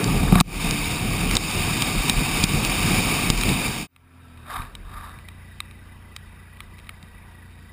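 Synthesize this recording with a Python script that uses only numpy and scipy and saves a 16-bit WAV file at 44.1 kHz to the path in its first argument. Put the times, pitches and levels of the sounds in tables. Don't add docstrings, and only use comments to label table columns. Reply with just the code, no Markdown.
import sys
import numpy as np
from scipy import signal
from scipy.fft import rfft, irfft, next_fast_len
from scipy.io import wavfile
from scipy.ndimage import uniform_filter1d, map_coordinates

SR = 44100
rng = np.random.default_rng(int(sys.argv[2]) if len(sys.argv) > 2 else 0)


def volts_from_decibels(level):
    exponent = np.asarray(level, float) / 20
    return 10 ** exponent


def put_to_file(sound):
    columns = np.atleast_2d(sound).T
    safe = np.clip(columns, -1, 1)
    whole_steps = np.round(safe * 32767)
    wavfile.write(sys.argv[1], SR, whole_steps.astype(np.int16))


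N = 340452


def unit(x):
    return x / np.sqrt(np.mean(x ** 2) + 1e-20)


def along(points, hz):
    f, v = np.transpose(points)
    return np.interp(np.log(hz + 1), np.log(f + 1), v)


def curves(rows):
    s, *cols = np.transpose(rows)
    t = np.arange(N) / SR
    on = uniform_filter1d(1. * ((t >= s[0]) & (t <= s[-1])), size=400)
    return [np.interp(t, s, c) for c in cols] + [on]


def swells(rows):
    t = np.arange(0, N + 32, 32) / SR
    db = sum(rise * np.exp(-((t - s) / half) ** 2) for s, rise, half in rows)
    return np.interp(np.arange(N) / SR, t, db)


def wobble(rate):
    steps = np.arange(0, N + 32, 32)
    knots = rng.standard_normal(int(N * rate / SR) + 4)
    return np.interp(np.arange(N), steps, map_coordinates(knots, [steps * rate / SR]))


def filtered(x, response):
    m = next_fast_len(N + SR // 2)
    return irfft(rfft(x, m) * response(np.fft.rfftfreq(m, 1 / SR)), m)[..., :N]


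def rush(response, patchy_db):
    z = signal.stft(rng.standard_normal(N), nperseg=512)[2]
    field = uniform_filter1d(rng.standard_normal(z.shape), size=5, axis=0)
    field = uniform_filter1d(field, size=8, axis=1)
    patchy = signal.istft(z * volts_from_decibels(patchy_db * unit(field)), nperseg=512)[1][:N]
    return unit(filtered(patchy, response))


HOUSING_HZ = [730, 950, 1175, 1600, 2430, 3070, 3710, 4750, 5300]
# width_hz, wind_db, rest_db, traffic_db, struck_db
HOUSING = [(194, -6.5, -5.5, -5.5, -3.5), (220, -5, -1, -2, -16), (221.4, -3, -0.5, 6, -6),
           (702, -10, -2, -3.5, -11), (605, 1, -3.5, -14, 33.5), (657, -9, -11, -19, 6),
           (306, -2.5, -5, -7, 10), (850, -7, -14, -18.5, 4.5), (725, -8, -15.5, -23, -3)]
WIND, REST, TRAFFIC, STRUCK = 1, 2, 3, 4


def resonances(f, column, damping=1):
    peaks = []
    for hz, row in zip(HOUSING_HZ, HOUSING):
        loss = 1j * f * row[0] * damping
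        peaks.append(volts_from_decibels(row[column]) * (loss / (hz * hz - f * f + loss)) ** 2)
    return np.array(peaks)


def housing(column):
    return lambda f: np.linalg.norm(resonances(f, column), axis=0)


def shake():
    return rush(lambda f: (f * 11 / (38.6 ** 2 - f * f + 1j * f * 11)) ** 2, patchy_db=1.5)


# pitch_hz, density_db_per_hz
BREEZE = [(56, -36), (95, -4), (156, -9), (225, -14), (330, -16), (573, -23), (700, -25.5), (910, -39),
          (1540, -120)]
# centre_s, rise_db, half_length_s
WAKES = [
    (4.61, 17, 0.076),
    (4.85, 18, 0.41),
]
# centre_s, rise_db, half_length_s
SHIFTS = [(6.0, 8, .1), (6.3, 11, 0.075), (6.68, 15, 0.066), (6.85, 8, 0.045), (7.1, 8, 0.095)]


def roadside():
    wake_db = swells(WAKES)
    breeze_db = -55 + 0.21 * wake_db + 0.67 * wobble(15)
    breeze = volts_from_decibels(breeze_db) * rush(lambda f: volts_from_decibels(along(BREEZE, f)), patchy_db=-0.5)
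    hiss = volts_from_decibels(-55.5) * rush(housing(REST), patchy_db=-2.0)
    rocking = volts_from_decibels(-61.5 + wake_db + swells(SHIFTS)) * shake()
    return rocking + breeze + hiss


def whine(table, angle, swell, blur):
    hz, db, on = curves(table)
    tone = np.sin(2 * np.pi * np.cumsum(hz * (1 + blur * wobble(60))) / SR)
    load = np.exp(swell * np.cos(angle + .6 * wobble(25))) * volts_from_decibels(3.2 * wobble(22))
    return on * volts_from_decibels(db) * unit(load * tone)


# closest_s, wash_db, approach_s, departure_s
PASSES = [
    (4.551, -34, 0.06, 0.076),
    (5.0, -43, 0.095, 0.14),
]
# time_s, pitch_hz, level_db
PASSING = [
    (4.45, 760, -64),
    (4.48, 690, -54),
    (4.52, 520, -52),
    (4.56, 400, -55),
    (4.6, 340, -66),
]


def traffic():
    t = np.arange(N) / SR
    near = 0
    for closest, db, approach, departure in PASSES:
        distance = np.abs((t - closest) / np.where(t < closest, approach, departure))
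        near = near + volts_from_decibels(db) / (1 + distance ** 3.7)
    spit = volts_from_decibels(0.6 * wobble(25) + 1.5 * wobble(120) + 1.5 * wobble(400))
    wash = near * spit * rush(housing(TRAFFIC), patchy_db=0.6)
    return wash + whine(PASSING, 0, swell=0, blur=.06)


def engine(table, orders, unsteady, flutter_db):
    hz, db, on = curves(table)
    angle = 2 * np.pi * np.cumsum(hz * (1 + unsteady * wobble(7.5))) / SR
    note = 0
    for multiple, level in orders:
        flutter = volts_from_decibels(level + flutter_db * wobble(12))
        note = note + flutter * np.sin(multiple * angle + rng.uniform(0, 2 * np.pi))
    return on * volts_from_decibels(db) * np.sqrt(2) * note, angle


# time_s, cycle_hz, level_db
CRUISE = [(0.0, 136.6, -25.5), (0.25, 137.8, -35), (0.34, 144, -58), (0.5, 143, -45), (0.572, 142.8, -27.5),
          (0.952, 150.2, -31.5), (1.1, 144.6, -56)]
# cycle_multiple, level_db
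CRUISE_ORDERS = [(1, -12), (2, -9), (3, -17)]


def cruising():
    return engine(CRUISE, CRUISE_ORDERS, unsteady=0.0053, flutter_db=1.5)[0]


# time_s, cycle_hz, level_db
ARRIVING = [(3.885, 43.24, -48), (4.2, 42.54, -47.5), (4.435, 40.1, -47.5), (4.541, 39.8, -48),
            (4.59, 42.1, -40), (4.72, 39.9, -59)]
IDLE = [(4.7, 27.3, -51.5), (4.95, 28.66, -45.5), (5.14, 29.25, -48), (5.41, 29.84, -47.5),
        (6.5, 29.08, -49.5), (6.62, 29.45, -49), (7.16, 29.45, -50.5), (7.72, 28.9, -48.5)]
# cycle_multiple, level_db
ARRIVING_ORDERS = [(1, -19), (2, -0.5), (3, -10), (4, -17), (5, -23), (6, -9), (7, -39)]
IDLE_ORDERS = [(1, -31), (2, -3.5), (3, -0.5), (4, -16.5), (5, -13), (6, -15.5), (7, -12), (8, -16),
               (9, -59)]
# time_s, pitch_hz, level_db
WHINE = [(5.1, 1945, -59), (5.87, 1985, -61), (6.21, 1930, -62), (6.65, 1955, -60), (7.72, 1925, -60)]
WHISTLE = [(3.9, 1345, -62), (4.74, 1310, -62)]


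def standing_engines():
    arriving, near = engine(ARRIVING, ARRIVING_ORDERS, unsteady=0.003, flutter_db=1.0)
    idle, turn = engine(IDLE, IDLE_ORDERS, unsteady=0.0097, flutter_db=-0.5)
    _, near_db, on = curves(ARRIVING)
    intake = on * volts_from_decibels(near_db - 25) * rush(lambda f: np.exp(-((f - 2550) / 260) ** 2), patchy_db=2.5)
    gears = whine(WHINE, turn, swell=1.25, blur=.02)
    whistle = whine(WHISTLE, near / 2, swell=1.0, blur=.011)
    return arriving + intake + idle + gears + whistle


def contacts(table, lowest_db):
    out, t = np.zeros(N + SR), np.arange(2048) / SR
    f = np.fft.rfftfreq(len(t), 1 / SR)
    shape = volts_from_decibels(-60 * t / 0.008) * (1 - np.exp(-t / 0.0007))
    peaks = resonances(f, STRUCK, damping=1.24)[1:]
    for (s, db, low_db, high_db), noise in zip(table, rng.standard_normal((len(table), len(t)))):
        spot = volts_from_decibels(3 * noise[-len(peaks):, None])
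        colours = np.add.reduceat(peaks * spot, [0, 2, 4, 6])
        spray = 0.55 * rfft(shape * noise) / np.linalg.norm(shape)
        rings = irfft((1 + spray) * colours)
        rings /= np.abs(rings).max(axis=1)[:, None]
        levels = volts_from_decibels(db + np.array([low_db + lowest_db, low_db + 2.5, -1.5, high_db - .3]))
        out[round(s * SR):][:len(t)] += levels @ rings
    return out[:N]


# start_s, peak_db, low_part_db, high_part_db
RIDE_DROPS = [(0.0424, -18.5, -13.5, 6), (0.0782, -24, -7.5, -14.5), (0.5422, -33.5, 6.5, -4),
              (0.7096, -12, -17, 1.5), (0.843, -17, -25.5, -17), (1.3113, -17.5, 0, 3.5),
              (1.3535, -15, -25.5, 7.5), (1.3679, -5, -14, -2), (1.5112, -17, -20.5, 1),
              (1.8217, -9, -8, -0.5), (2.0966, -5, -11, -3), (2.4391, -6.5, -26, 3.5),
              (2.6491, -10.5, -20, 0), (3.3013, -6, -12, 0), (3.3765, -24.5, -2, 11), (3.4116, -13, -10, 1),
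              (3.435, -16, 2.5, -4), (3.491, -10.5, -17, -11.5)]
REST_DROPS = [(3.9626, -46, 3.5, -25), (4.375, -46.5, 0.5, -22.5), (4.4664, -49.5, -0.5, -15),
              (4.5645, -31.5, -2.5, -17), (4.6199, -34, 1, -23), (4.6508, -42.5, 2.5, -18),
              (4.752, -24, -10.5, -10.5), (5.1878, -43.5, 4, -14), (5.2864, -33.5, -1, -6.5),
              (5.6035, -18.5, -3, -22.5), (5.711, -40.5, 0, -7), (6.1638, -24, -4.5, -1),
              (6.571, -51, 7, -12), (6.6049, -28, 0, -20.5), (6.784, -46, 1.5, -2), (6.7892, -39.5, -1, -4),
              (6.7984, -45.5, 4, -12.5), (6.846, -54.5, 8, -14), (6.8697, -41.5, -2.5, -14.5),
              (6.8927, -30, 4, -22), (7.028, -37.5, -5.5, -1.5)]


def rain():
    return contacts(RIDE_DROPS, lowest_db=-5) + contacts(REST_DROPS, lowest_db=-8)


# start_s, peak_db, low_part_db, high_part_db
GLOVE = [
    (0.3235, -34.5, 14, -11),
    (0.355, -17, 1, -10.5),
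    (0.402, -2.5, -17, -4.5),
    (0.409, -11.5, 0, 5),
]
# time_s, level_db
RUB = [(0, -40), (.2, -39.5), (.3, -40.5), (.42, -28)]


def glove():
    db, on = curves(RUB)
    rub = on * volts_from_decibels(db + 6.0 * wobble(60)) * rush(housing(TRAFFIC), patchy_db=1.5)
    return contacts(GLOVE, lowest_db=3) + rub


# start_s, peak_db, t60_s, gain_duck_db
KNOCKS = [(0.325, 3.5, 0.057, -0.5), (0.356, -7, 0.25, 3.5), (0.408, 1.5, 0.09, 35.5),
          (1.367, -10, 0.01, 9), (2.098, -3, 0.023, 5.5), (2.44, 7, 0.009, 7), (3.3018, 11.5, 0.0084, 7),
          (4.598, -22.5, 0.024, 0.5), (7.032, -32, 0.064, -1)]
# pitch_hz, level_db, ring_time_share
SHELL = [(179, -1, 1), (341, -18, 1), (722, -7.5, 0.25), (1170, -22, 0.19)]


def knocks():
    u = np.arange(SR // 2) / SR
    thuds, duck_db = np.zeros(N + SR), np.zeros(N + SR)
    for s, db, t60, duck in KNOCKS:
        ring = sum(volts_from_decibels(level - 60 * u / (t60 * share)) * np.sin(2 * np.pi * hz * u)
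                   for hz, level, share in SHELL)
        start = round(s * SR)
        thuds[start:][:len(u)] += volts_from_decibels(db) * (1 - np.exp(-u / 0.0025)) * ring
        duck_db[start:][:len(u)] -= duck * np.exp(-u / 0.081) * (u > .009)
    return thuds[:N], volts_from_decibels(uniform_filter1d(duck_db[:N], size=500))


# time_s, rush_db
AIRSPEED = [(0, -33), (.4, -35), (.65, -28), (.8, -31), (1.1, -32), (1.35, -28), (1.8, -28.5), (2.6, -26.5),
            (3.5, -27), (3.7, -30.5), (3.9, -35.5)]
# centre_s, rise_db, half_length_s
GUSTS = [(.03, 4, 0.12), (.24, 14.5, 0.24), (.6, 2, 0.091), (1.1, 6.5, 0.14), (1.33, 2.5, 0.18),
         (1.97, 2, 0.12), (2.58, 3, .1), (2.9, 4.5, 0.095), (3.09, 3, 0.045), (3.45, 3.5, 0.16)]
# centre_s, rise_db, half_length_s
BUMPS = [(.24, 18, 0.3), (.47, 7, 0.15), (.68, 13, 0.03), (1.1, 6.5, 0.16), (1.33, 11, 0.048),
         (1.86, 0.5, 0.024), (2.0, 11, .05), (2.18, 15, 0.061), (2.35, 12, 0.052), (2.55, 8.5, 0.16),
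         (2.93, 8, 0.087), (3.1, 10, 0.053), (3.45, 7, 0.17), (3.68, 12.5, 0.048)]
# pitch_hz, density_db_per_hz
BUFFET = [(29, -29.5), (50, -20.5), (70, -3), (167, 0.5), (492, -16), (537, -18.5), (627, -22),
          (700, -15.5), (910, -21.5), (1540, -120)]
# start_s, end_s
FADE_OUT = (3.806, 3.873)


def wind():
    rush_db, _ = curves(AIRSPEED)
    side_db = swells(GUSTS)
    gust = wobble(14)
    lumps = volts_from_decibels(0.45 * gust + 1.42 * wobble(29.68))
    eddies = unit(lumps * rush(lambda f: volts_from_decibels(along(BUFFET, f)), patchy_db=-1.0))
    deep = filtered(eddies, lambda f: 1 / (1 + (f / 236) ** 8))
    buffet = volts_from_decibels(rush_db - 2.5 + side_db) * unit(deep)
    flap = volts_from_decibels(rush_db - 7 + 0.73 * side_db) * unit(eddies - deep)
    roar_db = rush_db + 0.5 + 0.63 * gust + 0.57 * wobble(90)
    roar = volts_from_decibels(roar_db) * rush(housing(WIND), patchy_db=0.95)
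    rocking = volts_from_decibels(rush_db - 8.5 + swells(BUMPS)) * shake()
    fade = np.interp(np.arange(N) / SR, FADE_OUT, [1, 0])
    return fade * (rocking + buffet + flap + roar)


# start_s, end_s
FADE_IN = (3.86, 4.39)


def scene():
    fade = np.interp(np.arange(N) / SR, FADE_IN, [0, 1])
    thuds, gain = knocks()
    mono = fade * (roadside() + traffic() + standing_engines())
    mono = mono + cruising() + rain() + glove() + thuds + wind()
    return gain * np.array([mono + volts_from_decibels(-31) * thuds, mono - volts_from_decibels(-27.5) * thuds])


def roll_off(x):
    return signal.sosfilt(signal.butter(12, 16510, fs=SR, output="sos"), x)


# pitch_hz, gain_db
LIFT = [(5000, 1.5), (8500, 3.5), (10000, 8), (11200, 6), (11600, -11), (12000, 7), (12500, 0.5),
        (12900, 7), (14500, 5.5)]


def record(dry):
    chip_hz = 12000
    base = filtered(dry, lambda f: 1 / np.sqrt(1 + (f / 5500) ** 24) * (f < chip_hz / 2))
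    t = np.arange(N) / SR
    image_db = -3 * (t > 3.88)
    images = base * (1 + 2 * volts_from_decibels(image_db) * np.cos(2 * np.pi * chip_hz * t))
    held = filtered(images, lambda f: np.sinc(f / chip_hz) * volts_from_decibels(along(LIFT, f)) * (f < 15280))
    return roll_off(np.clip(held, -1, 1))


dry = scene()
out = record(dry)
put_to_file(out)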